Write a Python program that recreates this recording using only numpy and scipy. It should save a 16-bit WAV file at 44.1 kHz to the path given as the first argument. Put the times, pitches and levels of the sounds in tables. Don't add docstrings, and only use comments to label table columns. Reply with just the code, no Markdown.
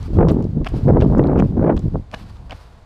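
import sys
import numpy as np
from scipy import signal
from scipy.fft import rfft, irfft, next_fast_len
from scipy.io import wavfile
from scipy.ndimage import uniform_filter1d, map_coordinates

SR = 44100
rng = np.random.default_rng(int(sys.argv[2]) if len(sys.argv) > 2 else 0)


def transcribe(signal):
    frames = np.atleast_2d(signal).T
    limited = np.clip(frames, -1, 1)
    pcm = np.round(limited * 32767).astype(np.int16)
    wavfile.write(sys.argv[1], SR, pcm)


N = 125685

# [f/Hz, relative level/dB]
HUSH_COLOUR = [(60, 12.5), (200, -6.5), (500, 2), (900, 3), (1300, -7), (1900, -12), (2600, -16.5),
               (3600, -15.5), (4600, -18), (5500, -25), (6500, -23.5), (10000, -30.5), (13000, -41),
               (15000, -46)]
HUSH_DB, HUSH_WAVER_DB = -51, 0.4
HUSH_WAVER_KNOTS_PER_S = 5

# [t/s, level before WIND_TRIM_DB/dB, air speed/full gust]
GUSTS = [(0.0, -47, 0.51), (0.115, -26.5, 0.58), (0.135, -22.5, 0.39), (0.168, -18.5, 0.57),
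         (0.185, -8, 0.79), (0.22, -13.5, 1.36), (0.25, -11.5, 0.78), (0.295, -14.5, 0.93),
         (0.32, -12, 0.76), (0.338, -17, 0.6), (0.385, -17, 0.8), (0.465, -22.5, 0.53), (0.505, -24, 0.35),
         (0.545, -23, 0.35), (0.57, -17.2, 0.46), (0.625, -20.5, 0.58), (0.648, -34, 0.45),
         (0.705, -44.5, 0.55), (0.745, -19, 0.68), (0.815, -30, 0.57), (0.835, -17.3, 0.33),
         (0.865, -11.5, 0.57), (0.885, -8.5, 0.98), (0.925, -11, 0.64), (0.965, -13, 1.03),
         (1.08, -12.6, 0.62), (1.095, -18.0, 0.73), (1.115, -13.5, 0.75), (1.165, -16, 0.86),
         (1.195, -8, 1.145), (1.215, -14, 0.83), (1.275, -15, 0.93), (1.355, -15.5, 1.14),
         (1.415, -11.5, 0.63), (1.46, -14, 0.64), (1.48, -34, 0.68), (1.5, -19, 0.42), (1.53, -23.5, 0.67),
         (1.55, -18.5, 0.43), (1.57, -16.5, 0.84), (1.7, -12.5, 1.29), (1.745, -19.5, 0.78),
         (1.775, -25.5, 0.56), (1.8, -24.5, 0.69), (1.81, -37, 0.39), (1.84, -18.5, 0.32),
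         (1.88, -15.5, 0.37), (1.895, -32, 0.3), (1.925, -24, 0.31), (1.95, -19.5, 0.75),
         (2.015, -32.1, 0.27), (2.035, -51, 0.44), (2.08, -68, 0.36), (2.17, -45.6, 0.34),
         (2.21, -36.5, 0.36), (2.32, -48, 0.3), (2.44, -74, 0.36), (2.53, -40, 0.35), (2.62, -77, 0.38),
         (2.8, -68, 0.4)]
# [t/s, level before RUMBLE_TRIM_DB/dB]
RUMBLE = [(0.0, -25), (0.1, -27), (0.15, -14), (0.36, -21), (0.42, -34), (0.58, -29.5), (0.61, -16),
          (0.67, -30), (0.72, -19.5), (0.85, -28.5), (0.96, -16), (1.19, -19.5), (1.25, -26.5), (1.39, -17),
          (1.55, -30), (1.59, -15), (1.72, -39.5), (1.75, -12.5), (1.82, -34.5), (1.85, -18.5), (1.93, -29),
          (1.95, -20), (2.06, -39), (2.54, -33.5), (2.59, -42), (2.85, -46)]
# [f/Hz, relative level/dB]
EDDY_COLOUR = [(40, -7.5), (100, -2), (170, 1.5), (330, -3.5), (520, -9.5), (750, -18.5), (1100, -27),
               (1700, -39.5), (2800, -61.5), (6000, -92), (12000, -84.5)]
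# [f/Hz, relative level/dB]
RUMBLE_COLOUR = [(12, -22), (25, -1.5), (45, 3), (85, -0.5), (140, -10.5), (280, -21), (600, -40),
                 (2000, -83)]
WIND_TRIM_DB, RUMBLE_TRIM_DB = 0.5, -0.5
EDDY_LOW_HZ = 88
FLUTTER_KNOTS_PER_S, FLUTTER_LIMIT = 260, 1.6
FLUTTER_DB, FLUTTER_OCTAVES = 2.2, 0.24

# [t/s, peak level/dB, width scale/ms]
BUFFETS = [(0.182, -1, 1.13), (.199, -11.5, .4), (.218, -6, .5), (.262, -7, 0.68), (.453, -6.5, 0.88),
           (.572, -11, 1.07), (.611, -11, 1.07), (.742, -16, 0.84), (.768, -16, .8), (.903, -6, 0.95),
           (.966, -7, .5), (1.134, -12.5, 0.47), (1.150, -6, 0.34), (1.181, -5, 1.29), (1.194, -10.5, 0.31),
           (1.424, -4.5, 0.32), (1.699, -6.5, .4), (1.751, -2.5, 1.316), (1.844, -10, 1.68),
           (1.957, -6.5, 0.44)]

# [heel down t/s, sole flat t/s, roll time/ms, heel level/dB, slap level/dB,
#           grit level/dB, swish level/dB]; levels scale the bursts before their envelopes
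STEPS = [(0.286, 0.298, 8.4, -24, -40, -36, -51.5), (0.6465, .670, 5.5, -36, -20, -30, -47.5),
         (1.0047, 1.023, 8.7, -36.5, -24.5, -41.5, -55), (1.3747, 1.403, 10.42, -46, -23, -37.5, -53),
         (1.765, 1.776, 12.3, -40, -35.5, -45, -54.5), (2.114, 2.144, 6, -41, -21, -33.5, -45.5),
         (2.497, 2.529, 17.2, -45, -30.5, -58, -48.5)]
# [f/Hz, relative level/dB]
SLAP_COLOUR = [(100, -16.5), (240, 3.5), (430, -4), (720, 7.5), (880, -1.5), (1120, 1.5), (1400, -8),
               (1700, -3), (1950, -13), (2400, -7), (3000, -14), (4200, -35), (7000, -48.5), (15000, -48.5)]
# [f/Hz, relative level/dB]
GRIT_COLOUR = [(300, -10), (1000, 14), (2000, 7.5), (3000, 8), (4300, 0.5), (5600, -1), (7200, -14),
               (10500, -16.5), (12000, -24), (15000, -26.5)]
HEEL_S, SLAP_S, GRIT_S = 0.0023, 0.0031, 0.0025
HEEL_KNOCK_DB = -6.5
GRAINS_PER_S, GRAIN_SPREAD_DB = 2000, 4

# [t/s, level/dB, f/Hz, width/octaves, decay time/ms]
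CLICKS = [(.029, -39.5, 4060, 1.7, 1), (.063, -47.5, 6500, 3, 1.1), (.2852, -35, 3500, 1.06, 2.4),
          (.2935, -41, 4370, 1.3, 1.9), (.3015, -35, 2980, 0.83, 2), (0.306, -32, 2800, 0.77, 1),
          (0.314, -45.5, 7500, 1.7, 5.5), (.4255, -42.5, 4500, 1.4, 0.88), (.4425, -44, 4000, 0.93, 1.4),
          (.673, -21, 2780, 0.47, 1.4), (.687, -45.5, 4000, 2.6, 4.79), (1.012, -31.5, 3200, 0.64, 1.2),
          (1.0234, -38.5, 2971, 1.25, 1.8), (1.033, -46, 3216, 0.79, 2.2), (1.05, -45.5, 3495, 1, 2),
          (1.183, -39, 4960, 1.22, 1), (1.239, -36, 2699, 0.48, 1.7), (1.271, -36.5, 3840, 0.73, 1.1),
          (1.391, -41.5, 4372, 0.85, 1.2), (1.399, -35.5, 3609, 1.18, 0.71),
          (1.7675, -43, 4530, 0.91, 1.01), (1.772, -51, 8490, .6, 1.033), (1.777, -32.5, 3300, 0.76, 0.97),
          (1.793, -41.5, 5471, 1.106, 1.1), (1.797, -50, 5160, 1, 1), (2.1319, -35, 1088, 0.67, 1.4),
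          (2.1465, -30, 3500, 0.91, 1.05), (2.369, -50, 3030, 1.59, 2), (2.509, -24.5, 3000, 0.49, 1.34),
          (2.5174, -40, 2600, 1.17, 0.92), (2.5215, -28.5, 2395, 1.06, 1.07), (2.5285, -39, 2706, 1, 1.5)]
CLICK_RISE_S, CLICK_CRACK_DB = 0.000067, -26.5

# [f/Hz, relative level/dB]
SWISH_COLOUR = [(300, 0.5), (1100, 9.5), (1900, 0.5), (2500, -0.5), (3600, -3), (4700, -1.5), (6500, -12),
                (10000, -15.5), (13000, -21), (15500, -27)]
# [t/s, level/dB, half length/s]
BRUSHES = [(.04, -46, 0.046), (.15, -51.5, 0.05), (.775, -52.5, 0.019), (.87, -62, 0.07), (1.12, -62, .03),
           (2.58, -79, 0.013)]
SWISH_RISE_S, SWISH_FALL_S, SWISH_FLICKER_DB = 0.023, 0.18, 1.8

YARD_DB, YARD_T60_S, YARD_DELAY_S = -18, 0.26, 0.016
TOP_HZ = 15200


def undb(db):
    return 10 ** (np.asarray(db) / 20)


def unit(x):
    return x / np.sqrt(np.mean(x ** 2))


def curve(rows, t, axis=1):
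    rows = np.array(rows)
    return np.interp(t, rows[:, 0], rows[:, axis])


def colour(x, points):
    hz, db = np.array(points).T
    size = next_fast_len(len(x)) * 2
    f = np.maximum(np.fft.rfftfreq(size, 1 / SR), 1)
    gain = undb(np.interp(np.log(f), np.log(hz), db))
    cepstrum = irfft(np.log(gain))
    cepstrum[1:size // 2] *= 2
    cepstrum[size // 2 + 1:] = 0
    response = np.exp(rfft(cepstrum))
    return unit(irfft(rfft(x, size) * response)[:len(x)])


def noise(points, size=N):
    return colour(rng.standard_normal(size), points)


def walk(knots_per_s):
    knots = rng.standard_normal(4096)
    place = np.arange(N) / SR * knots_per_s
    return unit(map_coordinates(knots, [place], mode="mirror"))


def steady(x, size):
    return x / np.sqrt(uniform_filter1d(x ** 2, size) + 1e-9)


def burst(t, at, rise, fall):
    before = np.maximum(at - t, 0)
    after = np.maximum(t - at, 0)
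    return np.exp(-before / rise - after / fall)


def distant_hush():
    return noise(HUSH_COLOUR) * undb(HUSH_DB + HUSH_WAVER_DB * walk(HUSH_WAVER_KNOTS_PER_S))


def wind(t):
    flutter = FLUTTER_LIMIT * np.tanh(walk(FLUTTER_KNOTS_PER_S) / FLUTTER_LIMIT)
    speed = curve(GUSTS, t, axis=2) * 2 ** (FLUTTER_OCTAVES * flutter)
    pattern = steady(noise(EDDY_COLOUR, size=2 * N), size=900)
    eddies = map_coordinates(pattern, [np.cumsum(speed)], mode="mirror")
    highpass = signal.butter(2, EDDY_LOW_HZ, "high", fs=SR, output="sos")
    eddies = signal.sosfilt(highpass, eddies)
    fluttering = steady(eddies * undb(FLUTTER_DB * flutter), size=1300)
    roar = fluttering * undb(curve(GUSTS, t) + WIND_TRIM_DB)
    swell = steady(noise(RUMBLE_COLOUR), size=2500) * undb(curve(RUMBLE, t) + RUMBLE_TRIM_DB)
    return roar + swell


def buffets(t):
    out = np.zeros(N)
    for at, db, width_ms in BUFFETS:
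        u = (t - at) * 1000 / width_ms
        out += undb(db) * (1 - u ** 2 / 2) / (1 + u ** 2 / 4) ** 4
    return out


def yard_echo(x, t):
    tail = rng.standard_normal(N) * undb(-60 * t / YARD_T60_S) * (t > YARD_DELAY_S)
    tail /= np.linalg.norm(tail)
    return undb(YARD_DB) * signal.fftconvolve(x, tail)[:N]


def clothes(t):
    level = np.zeros(N)
    for heel, *_, db in STEPS:
        age = np.maximum(t - heel, 0)
        level += undb(db) * (1 - np.exp(-age / SWISH_RISE_S)) * np.exp(-age / SWISH_FALL_S)
    for at, db, half in BRUSHES:
        level += undb(db) * np.exp(-((t - at) / half) ** 2)
    flicker = undb(SWISH_FLICKER_DB * walk(70))
    return level * noise(SWISH_COLOUR) * flicker


def grit():
    hit = rng.random(N) < GRAINS_PER_S / SR
    grain_size = undb(GRAIN_SPREAD_DB * rng.standard_normal(N))
    grains = hit * rng.standard_normal(N) * grain_size
    return steady(colour(grains, GRIT_COLOUR), size=400)


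def clicks(t):
    out, crack = np.zeros(N), grit()
    for at, db, hz, octaves, decay_ms in CLICKS:
        half = 2 ** (octaves / 2)
        edges = [hz / half, min(hz * half, TOP_HZ)]
        band = signal.butter(2, edges, "band", fs=SR)
        ring = steady(signal.lfilter(*band, rng.standard_normal(N)), size=100)
        envelope = burst(t, at, CLICK_RISE_S, decay_ms / 1000)
        out += undb(db) * envelope * (ring + undb(CLICK_CRACK_DB) * crack)
    return out


def steps(t):
    crunch, sole = grit(), steady(noise(SLAP_COLOUR), size=300)
    out = np.zeros(N)
    for heel, flat, roll_ms, heel_db, slap_db, grit_db, _ in STEPS:
        roll = roll_ms / 1000
        down = np.clip((t - heel) / 0.0005 + 1, 0, 1)
        tick = undb(heel_db) * burst(t, heel, HEEL_S, HEEL_S) * (crunch + undb(HEEL_KNOCK_DB) * sole)
        slap = undb(slap_db) * burst(t, flat, roll, SLAP_S) * sole
        crush = undb(grit_db) * burst(t, flat, roll, GRIT_S) * crunch
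        out += down * (tick + slap + crush)
    return out


def scene():
    t = np.arange(N) / SR
    background = distant_hush() + wind(t) + buffets(t)
    feet = steps(t) + clicks(t)
    return (background + clothes(t) + yard_echo(feet, t) + feet)[None]


def record(dry):
    held = dry / (1 + (np.abs(dry) / 0.92) ** 6) ** (1 / 6)
    lowpass = signal.ellip(8, 0.2, 70, TOP_HZ, fs=SR, output="sos")
    return signal.sosfilt(lowpass, held)


dry = scene()
out = record(dry)
transcribe(out)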